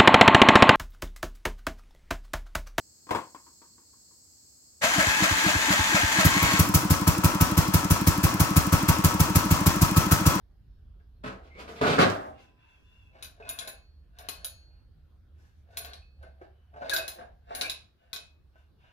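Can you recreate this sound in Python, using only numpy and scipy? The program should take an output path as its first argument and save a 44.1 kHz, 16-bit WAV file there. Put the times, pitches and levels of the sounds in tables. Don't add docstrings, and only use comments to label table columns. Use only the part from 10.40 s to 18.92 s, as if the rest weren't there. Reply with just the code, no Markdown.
import sys
import numpy as np
from scipy import signal
from scipy.fft import rfft, irfft
from scipy.io import wavfile
from scipy.ndimage import uniform_filter1d

SR = 44100
rng = np.random.default_rng(int(sys.argv[2]) if len(sys.argv) > 2 else 0)


def unload_wav(signal):
    wavfile.write(
        sys.argv[1],
        SR,
        np.round(np.clip(np.atleast_2d(signal).T, -1, 1) * 32767).astype(np.int16),
    )


def voltage_ratio(level):
    return 10 ** (np.asarray(level, float) / 20)


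N = 375732
MIC_LAG = 14


def evened(x):
    return x / np.sqrt(np.mean(x ** 2) + 1e-20)


def read(points, hz):
    f, value = np.transpose(points)
    return np.interp(np.log(hz + 1), np.log(f + 1), value)


def add(mix, start_s, sound):
    part = mix[..., round(start_s * SR):][..., :sound.shape[-1]]
    part += sound[..., :part.shape[-1]]


def columns(rows):
    s, *controls = np.transpose(rows)
    t = np.arange(s[0], s[-1], 1 / SR)
    return s[0], [np.interp(t, s, c) for c in controls]


def drift(count, *smoothing):
    x = rng.standard_normal(count)
    for samples in smoothing:
        x = uniform_filter1d(x, samples)
    return evened(x)


def colour(x, spectrum):
    hz = np.fft.rfftfreq(len(x), 1 / SR)
    return evened(irfft(rfft(x) * voltage_ratio(read(spectrum, hz)), len(x)))


def resonate(x, hz, width_hz):
    turn = np.exp(2j * np.pi * np.cumsum(hz * np.ones(len(x))) / SR)
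    r = np.exp(-np.pi * width_hz / SR)
    return evened((turn * signal.lfilter([1 - r], [1, -r], x / turn + 1e-18)).real)


def resonate_twice(x, hz, width_hz):
    return resonate(resonate(x, hz, width_hz), hz, width_hz)


def ring(modes, seconds, scatter_db=0., detune=0.):
    hz, db, t60 = np.transpose(modes)[:, :, None]
    luck = rng.standard_normal((2, len(modes), 1))
    t = (np.arange(int(seconds * SR)) / SR).astype("f")
    loss = (np.log(1000) / t60).astype("f")
    spin = (2 * np.pi * hz * (1 + detune * luck[1])).astype("f")
    x = voltage_ratio(db + scatter_db * luck[0])[:, 0] @ (np.exp(-loss * t) * np.sin(spin * t))
    return x / abs(x).max()


def softened(x, rise_s):
    return x * np.minimum(np.arange(len(x)) / SR / rise_s, 1)


def flutter(x, depth):
    return x * (1 + depth * drift(len(x), 120))


def grit(count, per_s, spread_db):
    size = voltage_ratio(spread_db * np.minimum(rng.exponential(1, count), 4))
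    sign = rng.choice([-1, 1], count)
    return evened(size * sign * (rng.random(count) < per_s / SR))


def strokes(t, at, rise, hold, db, fall_db_per_s):
    coarse = t[::20]
    since = coarse - np.c_[at]
    rising_db = np.minimum(30 * since / np.c_[rise], 0)
    falling_db = fall_db_per_s * np.maximum(since - np.c_[hold], 0)
    level = voltage_ratio(np.c_[db] + rising_db - falling_db) * (since > -1.5 * np.c_[rise])
    return np.interp(t, coarse, level.sum(0))


def placed(x, spread_db=4.5, count=7):
    side = rng.uniform(-1, 1)
    return voltage_ratio([[spread_db * side], [-spread_db * side]]) * np.array([x, np.roll(x, round(count * side))])


# pitch_hz, level_db (per Hz)
PLATE_COLOUR = [(35, -43), (60, -27.5), (274, 1), (346, -9), (527, 2.5), (862, -5), (924, -2), (1510, 2),
                (1850, -10.5), (2840, -16.5), (4120, -19), (7400, -59), (13600, -49), (15000, -56.5),
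                (15800, -80)]
# pitch_hz, t60_s
PLATE_T60 = [(80, .14), (500, 0.045), (2000, 0.035), (10000, 0.072)]


def plate_body():
    hz = 95 * (14500 / 95) ** (rng.random(300) ** 0.55)
    t60 = read(PLATE_T60, hz)
    db = read(PLATE_COLOUR, hz) + 3 * np.log2(hz / 1000) - 10 * np.log10(t60)
    modes = np.transpose([hz, db, t60])
    return ring(modes[hz < 2000], .2), ring(modes[hz >= 2000], 0.086)


# contact_s, rise_s, hold_s, low_level_db, treble_relative_db
RATTLE = [
    (0.839, .006, 0.039, -38, -8),
    (1.046, .05, .03, -67, 3.5),
    (1.2, 0.064, 0.0032, -43, -1.5),
    (1.281, 0.0091, 0.0046, -44, -3),
    (1.362, 0.017, 0.037, -54.5, 4.5),
    (1.414, .004, 0.015, -25, -12.5),
    (1.457, 0.032, .08, -29.5, -1.5),
    (1.585, 0.003, 0.0051, -19.5, -11.5),
    (1.603, 0.025, 0.02, -23.5, -1),
    (1.984, 0.041, 0.015, -64, 4.5),
]
RATTLE_SPAN_S = .8, 2.2
# start_s, peak_db, treble_relative_db
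KNOCKS = [(0.842, -17, -24), (0.872, -20, -21.5), (1.152, -32.5, -18), (1.19, -34.5, -13.5),
          (1.2, -31, -13), (1.302, -33.5, -15), (1.323, -37, -17), (1.457, -10, -16), (1.48, -7.5, -16.5),
          (1.498, -13, -15), (1.518, -8.5, -16.5), (1.534, -10.5, -12.5), (1.553, -16, -13.5),
          (1.608, -8, -15.5), (1.632, -9, -16.5), (1.646, -14, -17.5), (1.659, -11, -17),
          (1.686, -14, -18.5), (1.717, -15.5, -17.5), (1.753, -20.5, -26.5), (1.799, -24.5, -41),
          (1.286, -44.5, -24), (1.365, -43, -17), (1.419, -15.5, -17), (1.438, -4.5, -29),
          (1.583, -1.5, -20), (1.599, -10.5, -19.5), (1.615, -10.5, -5.5), (1.853, -24, -25.5)]
# pitch_hz, level_db, t60_s
STAND = [(102, -13, 1), (279.6, -7.5, 0.63), (451.3, -10, 0.25), (622, -4, 0.2), (659.4, 1.5, 0.49),
         (695, 5, 0.5), (757, 0, 0.39), (784, -4.5, 0.76), (870, -6.5, 0.6), (1055, -21, 0.97)]


def dumbbell():
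    out = np.zeros((2, N))
    t = np.arange(*RATTLE_SPAN_S, 1 / SR)
    at, rise, hold, low_db, treble_db = np.transpose(RATTLE)

    def shaking(db, fall_db_per_s, settle_fall_db_per_s):
        contact = strokes(t, at, rise, hold, db, fall_db_per_s)
        return contact + strokes(t, at, rise, hold, db - 11, settle_fall_db_per_s)

    deep = shaking(low_db, 278, 112)
    bright = shaking(low_db + treble_db, 341.5, 250)
    for _ in range(7):
        drive = grit(len(t), per_s=450, spread_db=2.8)
        low, high = (evened(signal.oaconvolve(drive, body)[:len(t)]) for body in plate_body())
        add(out, t[0], placed(voltage_ratio(-11.5) * deep * low, spread_db=0.3, count=4))
        add(out, t[0], placed(voltage_ratio(-14.5) * bright * high))
    for s, peak_db, knock_treble_db in KNOCKS:
        low, high = plate_body()
        add(out, s, voltage_ratio(peak_db - 0.5) * softened(low, rise_s=0.00075)[None])
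        add(out, s, placed(voltage_ratio(peak_db + knock_treble_db - 2.5) * high))
    stand = ring(STAND, 1.5)
    hum = signal.oaconvolve(out, stand[None] / np.linalg.norm(stand), axes=1)[:, :N]
    out += voltage_ratio(-21.5) * hum * (1 + 0.75 * drift(N, 300))
    return out * voltage_ratio([[-.3], [.3]])


# start_s, level_db
TRAY_BLOWS = [
    (1.42, -28.5),
    (1.52, -28),
    (1.586, -20.5),
    (1.62, -20.5),
    (1.72, -26),
    (1.752, -29.5),
    (1.8, -29.5),
    (1.851, -35),
]
# pitch_hz, level_db, t60_s
TRAY = [(304, -9, 0.17), (374.3, -8, 0.23), (441, -6.5, .2), (527, -3.5, .33), (566, -2.5, 0.27),
        (617, 0.5, .36), (637, -1.5, .36), (721, 2, .4), (791, -2, .3), (883, -3.5, 0.28), (1080, -5.5, .2),
        (1314, -10.5, .2), (1597, -9.5, 0.29)]


def tray_booms(near):
    for s, db in TRAY_BLOWS:
        boom = flutter(ring(TRAY, .7, scatter_db=4.5, detune=.012), depth=.6)
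        add(near, s, voltage_ratio(db) * placed(softened(boom, rise_s=.004), spread_db=1.0, count=2))


# start_s, pitch_hz, level_db, t60_s
THUDS = [
    (0.845, 193, -38.5, 0.27),
    (0.85, 129.6, -44, 0.22),
    (1.155, 444, -50, .15),
    (1.201, 442, -45, .2),
    (1.29, 454, -47, .2),
    (1.417, 100, -36, .4),
    (1.584, 270, -25, .12),
    (1.598, 102, -40, 0.7),
    (4.55, 149.5, -61, 0.47),
]


def thuds(near):
    for s, hz, db, t60 in THUDS:
        thud = flutter(ring([(hz, db, t60)], .5), depth=0.14)
        add(near, s, voltage_ratio(db) * softened(thud, rise_s=0.0036)[None])


LEG_HUM = 1.7, 1007, -69, 4.5


def leg_hum(far):
    start, *mode = LEG_HUM
    add(far, start, voltage_ratio(mode[1]) * flutter(ring([mode], 1.2), depth=.2)[None])


# pitch_hz, level_db (per Hz)
CRACK = [(240, -37), (400, -20.5), (1550, -6), (1930, -12.5), (4130, 2.5), (8060, -14), (10300, -12.5),
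         (14100, -21.5), (16500, -40)]
# pitch_hz, level_db, t60_s
SHELL = [(1080, -15.5, 0.12), (1546, -22.5, 0.12), (2310, -20.5, 0.037), (2500, -15, 0.21),
         (3630, 0, 0.0069), (3800, -14.5, 0.014), (3904, 3.5, 0.032), (5700, -29, 0.028)]
# pitch_hz, level_db, t60_s
PIN_LOW = [(10480, 4, .13), (10480, -1.5, 0.09), (10350, -2, 0.072), (10760, -10.5, .05), (10800, -6, 0.03),
           (6840, -2.5, 0.086)]
PIN_HIGH = [(13900, -3, .1), (14070, 7.5, .17), (14040, 3, .12), (14335, 1, .04), (15600, -10, .04)]


def snap(peak_db, low_db, high_db):
    t = np.arange(int(.2 * SR)) / SR
    shared, left, right = (colour(v, CRACK) for v in rng.standard_normal((3, len(t))))
    noise = shared + 0.56 * np.array([left, right])
    dull = evened(signal.lfilter([1, 2, 1], [1, -.3], noise))
    crack = np.exp(-t / 0.0018) * noise + 0.072 * np.exp(-t / 0.033) * dull
    out = np.zeros((2, int(.3 * SR)))
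    add(out, 0, voltage_ratio(-3.5) * crack * np.minimum(t / .0003, 1))
    add(out, 0, voltage_ratio(-2) * ring(SHELL, 0.18, scatter_db=2.5, detune=0.02)[None])
    for db, pin, lean_db in ((low_db + 3.5, PIN_LOW, .4), (high_db + 5.5, PIN_HIGH, 2.5)):
        tone = ring(pin, .3, scatter_db=2.5, detune=0.0026)
        pair = np.array([flutter(tone, depth=0.22), flutter(tone, depth=0.96)])
        out += voltage_ratio([[db + lean_db], [db - lean_db]]) * pair
    return voltage_ratio(peak_db + 2.0) * out


# start_s, peak_db, lower_pin_relative_db, upper_pin_relative_db, pan_db
SNAPS = [(2.8254, -33, -12.5, -19.5, 3), (2.8462, -38.5, -11, -28, 1), (3.0911, -32, -2.5, -6.5, 4),
         (3.1887, -28.5, -7, -21, 6.5), (3.2755, -32.5, -4, -16.5, 3), (3.7874, -41.5, -10, -14.5, 4),
         (3.8871, -25.5, -10.5, -19, 5.5), (4.0459, -30.5, -3, -9, 1.5), (5.3716, -28, -5, -12.5, 0),
         (5.448, -37.5, -22, -14, 8.5), (5.5342, -38, -22, -32, 1), (5.8285, -64.5, -11, -27, 12),
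         (6.496, -23.5, -15, -26.5, 7.5), (6.5351, -22, -9, -14.5, 2), (6.5636, -20, -13, -22.5, -1),
         (6.6795, -27, -8, -15, 2), (7.1499, -31.5, -4, -10, 5), (7.2116, -18.5, -13, -27.5, 1),
         (7.2972, -23.5, -17, -22.5, -0.5), (7.7312, -27.5, -16.5, -22, 5), (7.7617, -30.5, -22, -27, -5)]


def detents(near):
    for s, peak_db, low_db, high_db, pan_db in SNAPS:
        add(near, s, voltage_ratio([[pan_db / 2], [-pan_db / 2]]) * snap(peak_db, low_db, high_db))


# start_s, hold_s, level_db, upper_resonances_relative_db
TURNS = [(2.761, 0.027, -56.5, -4), (2.828, 0.015, -58.5, 3), (3.005, 0.042, -51, -10),
         (3.086, 0.022, -47.5, 5.5), (3.2, 0.018, -48.5, 3.5), (3.277, 0.0096, -45, -4),
         (3.796, 0.058, -53.5, 1.5), (3.896, 0.12, -62, 3), (4.046, 0.014, -52, -15),
         (5.302, 0.026, -56.5, -8), (5.385, 0.023, -50, 0.5), (5.462, 0.026, -50, 2.5),
         (5.535, 0.012, -58, -4), (5.836, 0.026, -55.5, -6), (6.02, 0.028, -54, -11.5),
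         (6.379, 0.03, -44.5, -19.5), (6.449, 0.037, -39.5, -6.5), (6.536, 0.049, -35.5, -3),
         (6.67, 0.0083, -52, 3.5), (6.785, 0.032, -42.5, -15), (7.12, 0.12, -41.5, -3.5),
         (7.222, 0.0077, -43.5, 0.5), (7.31, 0.011, -73, -11), (7.62, 0.043, -65.5, -7.5),
         (7.757, 0.014, -51, -6)]
TURN_SPAN_S = 2.7, 8.1
# pitch_hz, width_hz, level_db
GRIND_LOW = [(579, 257, 4), (664, 85, 1), (367, 370, -11)]
GRIND_MID = [(1540, 370, 6.5), (1110, 260, 1), (2055, 340, -3), (3580, 830, -2.5), (1340, 1200, -7.5),
             (4200, 720, -12)]
GRIND_TOP = [(2570, 420, -1)]


def dials(near):
    t = np.arange(*TURN_SPAN_S, 1 / SR)
    at, hold, level_db, mid_db = np.transpose(TURNS)
    drive = grit(len(t), per_s=1500, spread_db=4.3)
    flex = 1 + 0.023 * drift(len(t), 2500, 2500)

    def body(group):
        return evened(sum(voltage_ratio(db) * resonate_twice(drive, hz * flex, width) for hz, width, db in group))

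    def push(db):
        rise_s = np.full_like(at, 0.081)
        return strokes(t, at, rise_s, hold, db - 6, fall_db_per_s=265.5)

    upper = body(GRIND_MID) + voltage_ratio(-8.5) * body(GRIND_TOP)
    grind = push(level_db) * body(GRIND_LOW) + push(level_db + mid_db) * upper
    add(near, t[0], grind[None])


# start_s, peak_db, lowest_pitch_hz, overtone_relative_db
BUMPS = [(0.599, -67, 330, 4.5), (2.752, -45, 646, -13), (3.0, -41, 454, -5.5), (3.789, -47, 670, -32.5),
         (5.29, -61.5, 673, -16.5), (5.83, -43, 614, -4), (6.014, -36.5, 380, -9.5),
         (6.339, -46.5, 660, -4.5), (6.361, -39.5, 608, -8), (6.419, -28, 560, -7),
         (6.787, -35, 690, -11.5), (6.811, -33.5, 680, -7.5), (7.087, -49, 610, -3.5),
         (7.107, -28.5, 675, -11.5), (8.156, -53, 689, -3.5), (8.44, -53.5, 620, -5)]


def bumps(near):
    overtones = [(1496, -5.5, 0.073), (1570, 1.5, 0.061), (1060, -9.0, 0.058), (2300, -12.5, .03)]  # Hz, dB, t60 s
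    for s, peak_db, hz, over_db in BUMPS:
        boom = ring([(hz, 0, .08), (1.25 * hz, -5, .06), (700, -4, .1)], .2, scatter_db=-1.0)
        over = ring(overtones, .2, scatter_db=-1.5, detune=0.024)
        t = np.arange(len(boom)) / SR
        puff = resonate(resonate(rng.standard_normal(len(t)), 600, 1000), 680, 1800) * np.exp(-t / 0.011)
        onset = np.sin(np.pi / 2 * np.minimum(t / 0.00071, 1)) ** 2
        blow = boom + voltage_ratio(over_db + 3.5) * (over + 0.42 * puff)
        add(near, s, (voltage_ratio(peak_db - 2.0) * blow * onset)[None])


# start_s, level_db
SPRING_PLUCKS = [(3.025, -49.5), (3.101, -44), (3.29, -55.5), (3.899, -58), (4.053, -59.5), (5.62, -64),
                 (6.499, -47.5), (6.578, -37.5), (6.681, -57), (7.219, -50), (7.765, -51.5)]
# pitch_hz, level_db, t60_s
SPRING = [(2548, 5, 0.43), (2540, -2, .2)]


def detent_spring(near):
    for s, db in SPRING_PLUCKS:
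        add(near, s, voltage_ratio(db) * flutter(ring(SPRING, 0.68, scatter_db=2.0), depth=0.25)[None])


# start_s, level_db
ROD_BLOWS = [
    (3.277, -56.5),
    (3.888, -49),
    (4.047, -47),
    (5.369, -46),
]
# pitch_hz, level_db, t60_s
ROD = [(4362, 0, 0.8), (4385, -9, .4), (6546, -8, 0.4)]


def locking_rod(near):
    for s, db in ROD_BLOWS:
        add(near, s, voltage_ratio(db) * flutter(ring(ROD, 0.87), depth=0.27)[None])


# start_s, pitch_hz, level_db
SQUEAK = [
    (6.505, 1820, -52.5),
    (6.517, 1697, -30),
    (6.545, 1504, -28.5),
    (6.57, 1720, -52),
]
SQUEAL = [
    (1.09, 1956, -78),
    (1.11, 2118, -66),
    (1.174, 2180, -62.5),
    (1.2, 2170, -63),
]
CREAK = [
    (2.2, 870, -82),
    (2.25, 910, -69),
    (2.32, 960, -88),
]
CHIRP = [
    (7.235, 2300, -50),
    (7.27, 2497, -49),
    (7.32, 2805, -69),
]


def squeaks(near):
    for rows, rough in ((SQUEAK, 0.22), (SQUEAL, 1.4), (CREAK, 0.38), (CHIRP, 2.6)):
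        start, (hz, level_db) = columns(rows)
        tone = np.sin(2 * np.pi * np.cumsum(hz) / SR)
        tone += rough * resonate_twice(rng.standard_normal(len(hz)), hz, 200)
        add(near, start, (voltage_ratio(level_db + 0.5) * tone * signal.windows.tukey(len(hz), .3))[None])


# contact_s, rise_s, hold_s, level_db
RUSTLES = [
    (1.19, .004, 0.025, -63),
    (1.29, .02, 0.075, -65.5),
    (2.0, 0.016, 0.032, -75.5),
    (2.3, 0.13, 0.37, -85.5),
    (2.79, 0.042, .03, -84),
    (4.99, .04, 0.09, -80),
    (5.16, .03, 0.037, -87),
    (5.31, 0.018, .05, -79.5),
    (8.17, .02, 0.037, -88),
]
# pitch_hz, level_db (per Hz)
RUSTLE_COLOUR = [(800, -29.5), (1680, -2.5), (2200, -6.5), (5800, 1), (9000, -9.5), (12000, -7),
                 (16000, -20)]


def rustle():
    t = np.arange(N) / SR
    hiss = np.array([colour(grit(N, per_s=4100, spread_db=2.0), RUSTLE_COLOUR) for _ in range(2)])
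    return strokes(t, *np.transpose(RUSTLES), fall_db_per_s=250.5) * hiss


# start_s, length_s, level_db, whistle_relative_db, first_whistle_hz
SCUFFS = [(1.931, 0.22, -72.5, 2.5, 2760), (2.16, 0.31, -71, 1, 2725), (2.423, 0.35, -76.5, 8, 2787),
          (2.724, 0.098, -70, -5, 2300), (4.151, 0.13, -78.5, -10, 3115), (4.259, 0.21, -81, -11, 2535),
          (4.931, 0.25, -78, -3, 1750), (6.038, 0.46, -86.5, -2, 3100), (7.571, .17, -77.5, -4, 2855),
          (8.124, 0.17, -76, -6, 2823), (8.378, 0.26, -70, -4.5, 2850)]
# pitch_hz, level_db (per Hz)
SCUFF_COLOUR = [(240, -42.5), (400, -18), (1010, -10), (1140, -18.5), (1580, -6.5), (1910, -19),
                (2670, -12), (3100, -19), (10000, -43.5), (13000, -68)]


def scuffs(near):
    t = np.arange(SR // 2) / SR
    for start, length, level_db, whistle_db, first_hz in SCUFFS:
        hz = first_hz - 450 * t + 35 * np.sin(2 * np.pi * (4.5 * t + rng.random()))
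        rub = colour(grit(len(t), per_s=3300, spread_db=1.0), SCUFF_COLOUR)
        noise = rng.standard_normal(len(t))
        whistle = resonate_twice(noise, hz, 130) + 0.29 * resonate_twice(noise, 1.27 * hz, 120)
        swell = np.sin(np.pi * np.clip(t / length, 0, 1) ** .7)
        add(near, start, (voltage_ratio(level_db) * (rub + voltage_ratio(whistle_db) * whistle) * swell)[None])


# pitch_hz, t60_s
YARD_T60 = [(100, 0.29), (300, 0.4), (680, 0.36), (1400, 0.33), (4000, 0.3), (10000, 0.25), (15000, 0.024)]
# delay_s, level_db
ECHOES = [
    (.004, -5),
    (.0065, -8),
    (0.011, -12.5),
    (.021, -12),
]


def tail():
    taps = np.zeros((2, SR))
    at = np.arange(250, SR - 20, 20) + rng.integers(0, 20, (2, (SR - 251) // 20))
    np.put_along_axis(taps, at, rng.choice([-1., 1.], at.shape), 1)
    hz, t, z = signal.stft(taps, SR, nperseg=256)
    z[1] += (z[0] - z[1]) * np.exp(-hz / 400)[:, None]
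    out = signal.istft(z * voltage_ratio(-60 * t / read(YARD_T60, hz)[:, None]), SR, nperseg=256)[1]
    out = voltage_ratio(-4.5) * out / np.linalg.norm(out[0])
    for s, db in ECHOES:
        out[[0, 1], int(s * SR) + rng.integers(0, 30, 2)] += voltage_ratio(db)
    return out


def yard(x):
    angle = np.pi * 2.5 * np.arange(N) / SR
    wet = np.zeros((2, N))
    for k in range(3):
        share = np.sqrt(2 / 3) * np.cos(angle + k * np.pi / 3)
        wet += signal.fftconvolve(x * share, tail(), axes=1)[:, :N]
    return wet


# time_s, lower_level_db, upper_level_db
RUMBLE = [(0.0, -62.5, -68), (0.45, -52, -80), (0.55, -54, -67), (1.11, -58.5, -59), (1.92, -73.5, -61),
          (2.25, -67, -77), (2.87, -66, -67.5), (3.49, -64, -59.5), (3.98, -59, -62.5), (4.67, -63.5, -59),
          (5.34, -75, -57.5), (5.55, -62, -55), (6.31, -69.5, -62.5), (7.19, -59.5, -63),
          (7.66, -89, -68.5), (8.02, -69.5, -62.5), (8.52, -77.5, -74.5)]
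RUMBLE_HZ = 47, 71.3


def rumble():
    _, levels_db = columns(RUMBLE)
    drone = 0
    for db, hz, width in zip(levels_db, RUMBLE_HZ, (17, 7)):
        drone = drone + voltage_ratio(db) * resonate(resonate(rng.standard_normal(len(db)), hz, width), hz, 49)
    return voltage_ratio([[1.5], [3.5]]) * np.array([drone, np.roll(drone, MIC_LAG)])


# pitch_hz, level_db (per Hz)
AIR = [(20, -17), (49, -6), (84, -3), (147, -14), (404, -24.5), (966, -34.5), (1510, -32.5), (2060, -41),
       (4280, -41), (7300, -56.5), (13200, -50), (15200, -52.5), (16500, -66)]
# pitch_hz, likeness (0 to 1)
AIR_SAME = [(30, 1), (150, 0.58), (400, 0.23), (1500, 0.28), (9000, 0.04)]


def air():
    frames, hz = N // 512 + 5, np.fft.rfftfreq(2048, 1 / SR)
    a, b, c, d, patches = rng.standard_normal((frames, 1025, 5)).T
    patches = evened(uniform_filter1d(uniform_filter1d(patches, 20, 0), 8, 1))
    same = np.clip(read(AIR_SAME, hz), 0, 1)[:, None]
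    left = a + 1j * b
    right = same * left + np.sqrt(1 - same ** 2) * (c + 1j * d)
    z = np.array([left, right]) * voltage_ratio(read(AIR, hz)[:, None] + 2.3 * patches)
    return voltage_ratio(-62.5) * evened(signal.istft(z, nperseg=2048, noverlap=1536)[1][:, :N])


# start_s, end_s
FAR_SPANS_S = [
    (1.578, 2.7),
    (6.49, 8.0),
]
# pitch_hz, level_db
MIC = [(20, -33.5), (60, -8), (120, 0), (8000, -0.5), (14600, -1), (16600, -13.5)]


def scene():
    near, far = np.zeros((2, 2, N))
    near += dumbbell() + rustle()
    for source in (tray_booms, thuds, detents, dials, bumps, detent_spring, locking_rod, squeaks, scuffs):
        source(near)
    at_far_end = np.searchsorted(np.ravel(FAR_SPANS_S) * SR, np.arange(N)) % 2 == 1
    near[1] = np.where(at_far_end, np.roll(near[1], 23), np.roll(near[1], MIC_LAG))
    near = np.roll(near, -7, axis=1)
    response = voltage_ratio(read(MIC, np.fft.rfftfreq(N, 1 / SR)))
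    near = irfft(rfft(near + yard(near)) * response, N)
    leg_hum(far)
    far += air()
    add(far, 0, rumble())
    return near + far


def low_pass(x):
    return signal.sosfilt(signal.butter(12, 16820, fs=SR, output="sos"), x)


def record(dry):
    ceiling, edge_hz = 2.5, 16700
    limited = ceiling * np.tanh(dry / ceiling)
    mix = signal.oaconvolve(limited, signal.firwin(255, edge_hz, fs=SR)[None], "same")
    return low_pass(mix)


dry = scene()
out = record(dry)
unload_wav(out)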